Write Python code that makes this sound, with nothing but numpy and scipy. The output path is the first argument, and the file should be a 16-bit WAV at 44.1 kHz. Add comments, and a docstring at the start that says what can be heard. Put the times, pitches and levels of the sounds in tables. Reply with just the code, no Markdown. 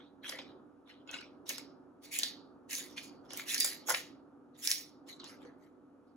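"""Cracking crab legs

Cooked crab legs are lifted off a tray, bent until the shell crunches and snaps, torn apart and put down.
Each bend is a swarm of tiny breaks with a few sharp cracks in it; loose legs scrape and tap each other.
A close stereo microphone hears it all in a small room with a faint, steady hum."""
import sys
import numpy as np
from scipy import signal
from scipy.fft import rfft, irfft, next_fast_len
from scipy.io import wavfile
from scipy.ndimage import uniform_filter1d, map_coordinates

SR = 44100
rng = np.random.default_rng(int(sys.argv[2]) if len(sys.argv) > 2 else 0)


def wav_record(signal):
    """Record a signal, one row per channel, as 16-bit PCM in the file named by sys.argv[1]."""
    frames = np.transpose(np.atleast_2d(signal))
    bounded = np.clip(frames, -1, 1)
    # unit amplitude maps onto the largest positive 16-bit level
    quanta = np.round(bounded * 32767).astype(np.int16)
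    wavfile.write(sys.argv[1], SR, quanta)


N = 271656


# sharp cracks: t/s, level/dB, shell pitch f/Hz, hollow knock level/dB, edge chatter level/dB
SHELL_CRACKS = [(0.2442, -44, 1740, -18, -25), (0.2935, -35.5, 5200, -7.5, 0),
                (0.3236, -37.5, 1910, -11, -3.5), (0.388, -43.5, 2600, 3, 3),
                (1.1133, -40.5, 6630, -31, -15.5), (1.2105, -51, 4800, -25, -16),
                (1.4924, -26.5, 6300, -18.5, -5), (1.5059, -35.5, 2170, -5, -13.5),
                (1.582, -34.5, 5200, -8.5, -7.5), (2.1888, -20.5, 8210, -29, -10),
                (2.198, -32, 4570, -25, -31.5), (2.2332, -19, 4160, -21.5, -9.5),
                (2.71, -37.5, 5280, -32, -12.5), (2.7328, -30, 7380, -26, -14),
                (2.7526, -29, 5930, -25, -26), (2.7835, -33, 8500, -18, -19.5),
                (2.9745, -45, 2160, -34, -3.5), (2.979, -39.5, 2570, -36.5, 3.5),
                (3.3055, -41.5, 3380, -7, -3.5), (3.334, -37, 5880, -3, -9),
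                (3.374, -30.5, 7780, -27, -12.5), (3.3961, -36, 1836, -9, -21),
                (3.5445, -21, 6150, -27.5, -7.5), (3.5792, -33, 5080, -23, 3),
                (3.6021, -20, 8890, -38.5, -12.5), (3.606, -17, 8540, -38, -13),
                (3.6458, -22.5, 8650, -12.5, -3.5), (3.645, -26, 8640, -18.5, -2.5),
                (3.724, -37, 2030, -29, -21.5), (3.8943, -31.5, 6900, -12, 4),
                (3.9037, -19.5, 10300, -6.5, -24.5), (3.9422, -29.5, 2447, -29.5, -14),
                (3.9463, -22.5, 2413, -11, -5.5), (4.6745, -18.5, 5570, -29.5, -17.5),
                (4.7048, -23.5, 6460, -32, -10), (4.7143, -18.5, 5980, -30.5, -6.5),
                (5.1965, -72, 3890, -16.5, -11), (5.243, -43, 4070, -21.5, -8)]
def cracks():
    """The shell splits at each of its weak spots."""
    track = np.zeros((2, N))
    for s, db, hz, knock_db, chatter_db in SHELL_CRACKS:
        add(track, s, amp(db) * crack(hz, knock_db, chatter_db))
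    return track


def crack(hz, knock_db, chatter_db, split_s=.0003, chatter_s=.0025):
    """One split and the chatter of its edges ring the shell and the hollow behind it."""
    t = np.arange(1536) / SR
    split, chatter = rng.standard_normal((2, 2, len(t)))
    split *= np.exp(-t / split_s)
    chatter *= (1 - np.exp(-t / .0023)) * np.exp(-t / chatter_s)
    ring_hz = hz * rng.uniform(.94, 1, 2)

    def shell(f):
        body = resonance(f, hz, .28 * hz)
        rings = amp(-4) * sum(resonance(f, r, 110) for r in ring_hz)
        edge = amp(-3) * resonance(f, 1.7 * hz, .91 * hz)
        # a small piece gives off no bass and nothing far above its pitch
        return (body + rings + edge) * resonance(f, .94 * hz, 1.5 * hz) ** 2

    unit_energy = lambda x: x / np.linalg.norm(x, axis=1, keepdims=True)
    snap = unit_energy(filtered(split, shell))
    rattle = amp(chatter_db + 5.5) * unit_energy(filtered(chatter, shell))
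    knock = amp(knock_db) * unit_energy(filtered(split + .2 * chatter, hollow))
    return 6.3 * (snap + rattle + knock)


def crumbling(start_db=-19.5, fade_db_per_s=451):
    """Loudness over time of the broken edge crumbling after each crack."""
    gain, t = np.zeros(N), np.arange(SR // 5) / SR
    for s, db, *_ in SHELL_CRACKS:
        add(gain, s, amp(db + start_db - fade_db_per_s * t))
    return gain


# notes of the air inside a leg: f/Hz, width/Hz, level/dB
LEG_AIR = [(518.5, 23, -0.5), (608, 60, -5), (860, 180, -5.5), (1080, 110, -5.5), (1423, 120, -3)]
def hollow(f):
    """The air in a leg boosts a few low notes."""
    return sum((-1) ** k * amp(db) * resonance(f, hz, width) for k, (hz, width, db) in enumerate(LEG_AIR))


# bends: peak t/s, rise/s, hold/s, level/dB, splinters relative to that/dB, shell pitch f/Hz
SHELL_BENDS = [(1.466, .008, .008, -57, -10, 5710), (1.502, 0.026, .008, -44.5, -0.5, 6600),
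               (1.535, .02, 0.027, -51, -23, 5320), (2.047, 0.024, .006, -56, -2.5, 4900),
               (2.136, 0.022, .03, -42.5, 0, 2400), (2.2, 0.027, 0.064, -45, -6.5, 4524),
               (2.712, .018, 0.078, -43.5, -1.5, 6400), (2.845, 0.032, 0.0033, -60, 5, 3800),
               (2.902, .008, 0.0023, -60.5, -6, 5570), (2.975, .012, 0.0072, -46, -11, 2464),
               (3.035, 0.014, 0.0081, -53, -3.5, 4594), (3.255, .02, .005, -74.5, -8.5, 3470),
               (3.336, .04, 0.0088, -49.5, -19, 5504), (3.375, .02, 0.0095, -47, -1.5, 2290),
               (3.503, .04, 0.049, -39.5, -2.5, 2600), (3.602, .05, 0.086, -41.5, 0.5, 4900),
               (3.72, .06, 0.0053, -46, -3, 4390), (3.904, .032, 0.0033, -38.5, 3, 6780),
               (3.945, .03, 0.033, -44, -0.5, 1900), (4.56, .02, 0.013, -67, -22, 3900),
               (4.598, .025, .012, -60.5, 2.5, 3813), (4.662, .045, 0.076, -42.5, 3.5, 5600),
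               (4.785, .05, 0.012, -52, 4.5, 5550)]
# tone of the crunch: f/Hz, level/dB
CRUNCH_TONE = [(710, -51), (1200, -23), (1450, -20.5), (1800, 3.5), (2060, 0), (2230, 1.5), (2450, -5.5),
               (2740, -3), (3730, 1.5), (6880, -7), (8000, -20), (10400, -35), (17600, -120)]
def crunch():
    """Bent shell gives way in a swarm of tiny breaks."""
    grains = fractures(per_second=7000, spread_db=2.5)
    return shell_noise(SHELL_BENDS, CRUNCH_TONE, grains, fade_db_per_s=191, ring_db=9.5, octaves=.14,
                       patchy_db=4, bright_hz=17000, crumbs=crumbling())


# slides: peak t/s, rise/s, hold/s, level/dB, splinters relative to that/dB, shell pitch f/Hz
LEG_SLIDES = [(0.004, 0.015, 0.0015, -60, -32, 3500), (0.252, 0.022, 0.029, -49.5, -8, 3100),
              (0.294, 0.031, 0.0034, -44, -0.5, 3120), (0.326, 0.028, .004, -44.5, -18, 1940),
              (0.392, .008, 0.0036, -47.5, -32, 3000), (0.475, .05, 0.012, -64.5, -22, 3400),
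              (0.898, .03, 0.004, -56.5, -17.5, 3220), (1.095, 0.023, 0.024, -60, -14, 2750),
              (1.145, 0.031, .01, -41.5, -16, 3000), (1.19, 0.018, .012, -49.5, -28, 2893),
              (5.092, 0.022, 0.006, -55, 1, 5600), (5.201, .01, .005, -51.5, -37, 4500),
              (5.245, 0.019, 0.018, -48.5, -34, 4510), (5.293, 0.034, 0.004, -52, -5.5, 5400),
              (5.43, .03, .015, -57.5, -15.5, 1750), (5.645, 0.062, 0.0027, -69.5, -8, 2000),
              (6.075, 0.0093, 0.0029, -81.5, -12, 5000)]
# tone of the scrape: f/Hz, level/dB
SCRAPE_TONE = [(590, -36), (1000, -5.5), (1870, 0), (2270, 1.5), (2580, -7), (2870, -7.5), (3130, -5),
               (3990, -1), (4350, -5), (5900, -14), (8000, -26.5), (10400, -80), (17600, -120)]
def scrape():
    """Legs slide over the pile, shell rubbing on shell."""
    grains = fractures(per_second=3900, spread_db=3)
    return shell_noise(LEG_SLIDES, SCRAPE_TONE, grains, fade_db_per_s=239, ring_db=9, octaves=.32,
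                       patchy_db=7, bright_hz=11500)


# tone of the finest splinters: f/Hz, level/dB
SPLINTER_TONE = [(4500, -33), (6800, -4.5), (8200, -8.5), (9500, -2), (11500, -3.5), (13500, -6.5),
                 (15500, -6), (17000, -24.5)]
def shell_noise(strokes, tone, grains, fade_db_per_s, ring_db, octaves, patchy_db, bright_hz, crumbs=0):
    """Tiny clicks ring the most strained piece of shell; splinters add treble and stop first."""
    s, rise_s, hold_s, db, splinter_db, shell_hz = np.transpose(strokes)
    strain = swell(s, rise_s, hold_s, db, fade_db_per_s)
    splintering = swell(s, rise_s, hold_s, db + splinter_db, fade_db_per_s=302.5)
    hz, t, spectra = signal.stft(grains, SR, nperseg=256)
    # each spot of the shell favours its own pitches
    patches = uniform_filter1d(rng.standard_normal(spectra.shape[1:]), size=3, axis=0)
    spectra *= amp(patchy_db * unit(uniform_filter1d(patches, size=14, axis=1)))
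    pitch_hz = np.interp(t, np.arange(N) / SR, shell_hz[strain.argmax(axis=0)])
    octaves_away = np.log2((hz[:, None] + 1) / pitch_hz)
    colour = amp(along(tone, hz)[:, None] + ring_db * np.exp(-(octaves_away / octaves) ** 2))
    colour /= np.linalg.norm(colour, axis=0)
    body = unit(signal.istft(spectra * colour, nperseg=256)[1][:, :N])
    splinters = coloured(signal.istft(spectra, nperseg=256)[1][:, :N], SPLINTER_TONE)
    body_gain = np.hypot(strain.max(axis=0), crumbs)
    splinter_gain = np.hypot(splintering.max(axis=0), amp(-11) * crumbs)
    return body_gain * body + splinter_gain * lowpass(splinters, bright_hz)


def fractures(per_second, spread_db):
    """Two streams of tiny breaks at random times, a few much larger than the rest."""
    sizes = amp(spread_db * np.clip(rng.standard_normal(N), -2, 2))
    return (rng.random(N) < per_second / SR) * sizes * rng.standard_normal((2, N))


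def swell(s, rise_s, hold_s, db, fade_db_per_s, rise_db=16):
    """Loudness of each hand movement, one per row: it rises, holds and fades."""
    t = np.arange(N) / SR - s[:, None]
    before_db = rise_db * np.minimum(t / rise_s[:, None], 0) ** 2
    after_db = fade_db_per_s * np.maximum(t - hold_s[:, None], 0)
    return amp(np.maximum(db[:, None] - before_db - after_db, -150))


# meat and membrane giving way: peak t/s, rise/s, hold/s, level/dB
JOINT_PULLS = [(0.33, .06, .065, -60), (1.085, .02, .075, -53.5), (3.385, .17, .025, -56),
               (3.906, 0.025, .003, -31)]
def joints():
    """Tearing membrane drums on the hollow leg."""
    pull = swell(*np.transpose(JOINT_PULLS), fade_db_per_s=316.5).max(axis=0)
    return pull * unit(filtered(fractures(per_second=1500, spread_db=8), hollow))


# taps: t/s, level/dB
CLAW_TAPS = [(1.074, -40), (1.090, -35), (1.140, -24.5), (1.158, -35.5), (1.186, -34.5)]
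# notes of the claw: f/Hz, level/dB, time to fade 60 dB/s
CLAW_NOTES = [(1490, -9, 0.065), (2180, -16, 0.11), (2590, -10, .1), (2826, 3.5, 0.023),
              (3350, -11.5, 0.046), (3820, -12, 0.033), (4100, -18, 0.089), (5000, -14, 0.06),
              (6940, -15, 0.06)]
def taps():
    """A claw tip taps the pile with a bright click."""
    return struck(CLAW_TAPS, CLAW_NOTES)


# bumps: t/s, level/dB
TRAY_BUMPS = [(0.332, -45.5), (0.392, -53), (5.452, -52.5)]
# notes of the tray: f/Hz, level/dB, time to fade 60 dB/s
TRAY_NOTES = [(370, -12, 0.095), (486, -3, 0.16), (524, 7, 0.11), (640, -3, .1), (800, -9, 0.27)]
def thumps():
    """The legs bump the tray, which gives a low ring."""
    return struck(TRAY_BUMPS, TRAY_NOTES)


def struck(blows, notes, attack_s=.002):
    """A hard thing rings briefly, with a new mix of its notes at every touch."""
    track, t = np.zeros((2, N)), np.arange(SR // 3) / SR
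    for s, db in blows:
        ring = 0
        for hz, level, fade_s in notes:
            fade = amp(level + rng.normal(0, 4.7) - 60 * t / fade_s)
            ring += fade * np.sin(2 * np.pi * (hz * t + rng.random((2, 1))))
        add(track, s, amp(db) * ring * (1 - np.exp(-t / attack_s)))
    return track


# echo of the walls: f/Hz, time to fade 60 dB/s
WALL_ECHO = [(300, 0.56), (1000, 0.23), (2500, 0.3), (4800, 0.37), (7500, 0.14), (15000, .18)]
def room(x, gap_s=.004):
    """The walls answer after a short gap; the treble dies first."""
    hz, t, spectra = signal.stft(rng.standard_normal((2, SR * 3 // 4)), SR, nperseg=256)
    fade = amp(-60 * t / along(WALL_ECHO, hz)[:, None])
    tail = signal.istft(spectra * fade, SR, nperseg=256)[1]
    tail *= 1 - np.exp(-(np.arange(tail.shape[1]) / SR / gap_s) ** 2)
    return signal.fftconvolve(x[:1], tail / np.linalg.norm(tail[0]), axes=1)[:, :N]


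# loudness of the low background: t/s, level/dB
RUMBLE_LEVEL = [(0.0, -59.5), (0.1, -63.5), (0.51, -56), (0.79, -65), (1.2, -59), (1.51, -59),
                (1.68, -57.5), (2.01, -63.5), (2.38, -58), (2.66, -61), (2.91, -57.5), (3.91, -57.5),
                (4.68, -64.5), (5.44, -57), (5.68, -63.5), (6.16, -65)]
# tone of the air and of the hiss: f/Hz, level/dB
AIR_TONE = [(18, -63), (30, -33), (114, -18.5), (140, -12), (215, -10.5), (278, 2), (325, -10), (360, -3),
            (442, -14.5), (481, -14.5), (819, -20), (939, -20.5), (1020, -24.5), (1280, -20.5), (1800, -38),
            (2340, -71), (3960, -120)]
HISS_TONE = [(1200, -30), (1800, -7.5), (2400, -8), (4500, -16.5), (6500, -17.5), (11000, -19.5),
             (13500, -34.5), (16000, -44)]
# notes of the hum: f/Hz, level/dB
HUM_NOTES = [(59, -84), (97, -79), (243, -71), (269.5, -69), (295, -63), (361, -79), (490, -69.5)]
def room_tone():
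    """A wavering hum over a soft rush of air and a trace of hiss."""
    t = np.arange(N) / SR
    level_db = np.interp(t, *np.transpose(RUMBLE_LEVEL))
    air = coloured(rng.standard_normal((2, N)), AIR_TONE)
    rumble = lowpass(air, 480)
    rush = amp(level_db) * (unit(rumble) + amp(-5.5) * unit(air - rumble))
    hum = np.zeros((2, N))
    for hz, db in HUM_NOTES:
        for channel in hum:
            channel += amp(db) * np.sin(2 * np.pi * hz * t + 1.1 * wobble(7))
    hum *= amp(.3 * (level_db - level_db.mean()))  # gently follows the rumble
    hiss = amp(-88.5) * coloured(rng.standard_normal((2, N)), HISS_TONE)
    return rush + hum + hiss


# how alike left and right are: f/Hz, likeness (1 = the same)
LIKENESS = [(60, .9), (300, .7), (1000, .55), (4000, .5), (6500, .65), (8500, .88), (15000, .85)]
# how far left runs ahead of right: f/Hz, phase/rad
LEFT_LEAD = [(100, 0), (1000, .1), (2800, 1.1), (5300, 1.8), (6000, .2), (7200, -1), (8550, -3.1),
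             (10400, -6), (11600, -6.6), (13600, -9.4), (15000, -12.2), (16000, -12.7)]
# how much louder left is than right: f/Hz, level/dB
LEFT_LEVEL = [(100, -1.5), (300, -3), (1000, -0.5), (2500, 1.5), (5500, -4.5), (8000, -0.5), (14000, 0.5)]
def microphone(pair):
    """Both sides share the first signal; left adds the second and right subtracts it."""
    angle = lambda f: np.arccos(np.clip(along(LIKENESS, f), -1, 1)) / 2
    shared, apart = filtered(pair, lambda f: np.array([np.cos(angle(f)), np.sin(angle(f))]))
    left = lambda f: amp(along(LEFT_LEVEL, f) / 2) * np.exp(.5j * along(LEFT_LEAD, f))
    sides = np.array([shared + apart, shared - apart])
    return filtered(sides, lambda f: np.array([left(f), 1 / left(f)]))


def amp(db):
    """Turn decibels into a gain."""
    return 10 ** (np.asarray(db) / 20)


def unit(x):
    """Scale to an average strength (rms) of 1."""
    return x / np.sqrt(np.mean(x ** 2) + 1e-20)


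def along(points, hz):
    """Read between the rows of a frequency table, on a log scale."""
    f, values = np.transpose(points)
    return np.interp(np.log(hz + 1), np.log(f + 1), values)


def wobble(rate):
    """A smooth random curve through rate points a second."""
    span = N * rate / SR
    coarse = map_coordinates(rng.standard_normal(int(span) + 4), [np.linspace(0, span, 2000)])
    return np.interp(np.arange(N), np.linspace(0, N, len(coarse)), coarse)


def filtered(x, response):
    """Scale and delay each frequency f of x by response(f)."""
    n = x.shape[-1]
    padded = next_fast_len(n + min(n, 8192))
    return irfft(rfft(x, padded) * response(np.fft.rfftfreq(padded, 1 / SR)), padded)[..., :n]


def lowpass(x, hz, steepness=6):
    """Turn down everything above hz."""
    return filtered(x, lambda f: 1 / (1 + (f / hz) ** steepness))


def coloured(x, tone):
    """Shape x with a tone table, at strength 1."""
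    return unit(filtered(x, lambda f: amp(along(tone, f))))


def resonance(f, hz, width):
    """Response of something that rings at one pitch."""
    return 1j * f * width / (hz * hz - f * f + 1j * f * width)


def add(track, s, sound):
    """Mix a sound into a track at s seconds."""
    part = track[..., max(round(s * SR), 0):][..., :sound.shape[-1]]
    part += sound[..., :part.shape[-1]]


def scene():
    """Shell sounds close to the microphone, the room around them."""
    handling = crunch() + scrape() + amp(-6) * taps() + amp(-4.5) * thumps() + amp(-4.5) * joints()
    snaps = amp(-.5) * cracks()
    echo = room(amp(-12) * handling + amp(-8) * snaps)
    return microphone(handling + snaps + echo + room_tone())


def record(dry):
    """The very highest treble is cut off sharply."""
    return lowpass(dry, hz=16000, steepness=120)


dry = scene()
out = record(dry)
wav_record(out)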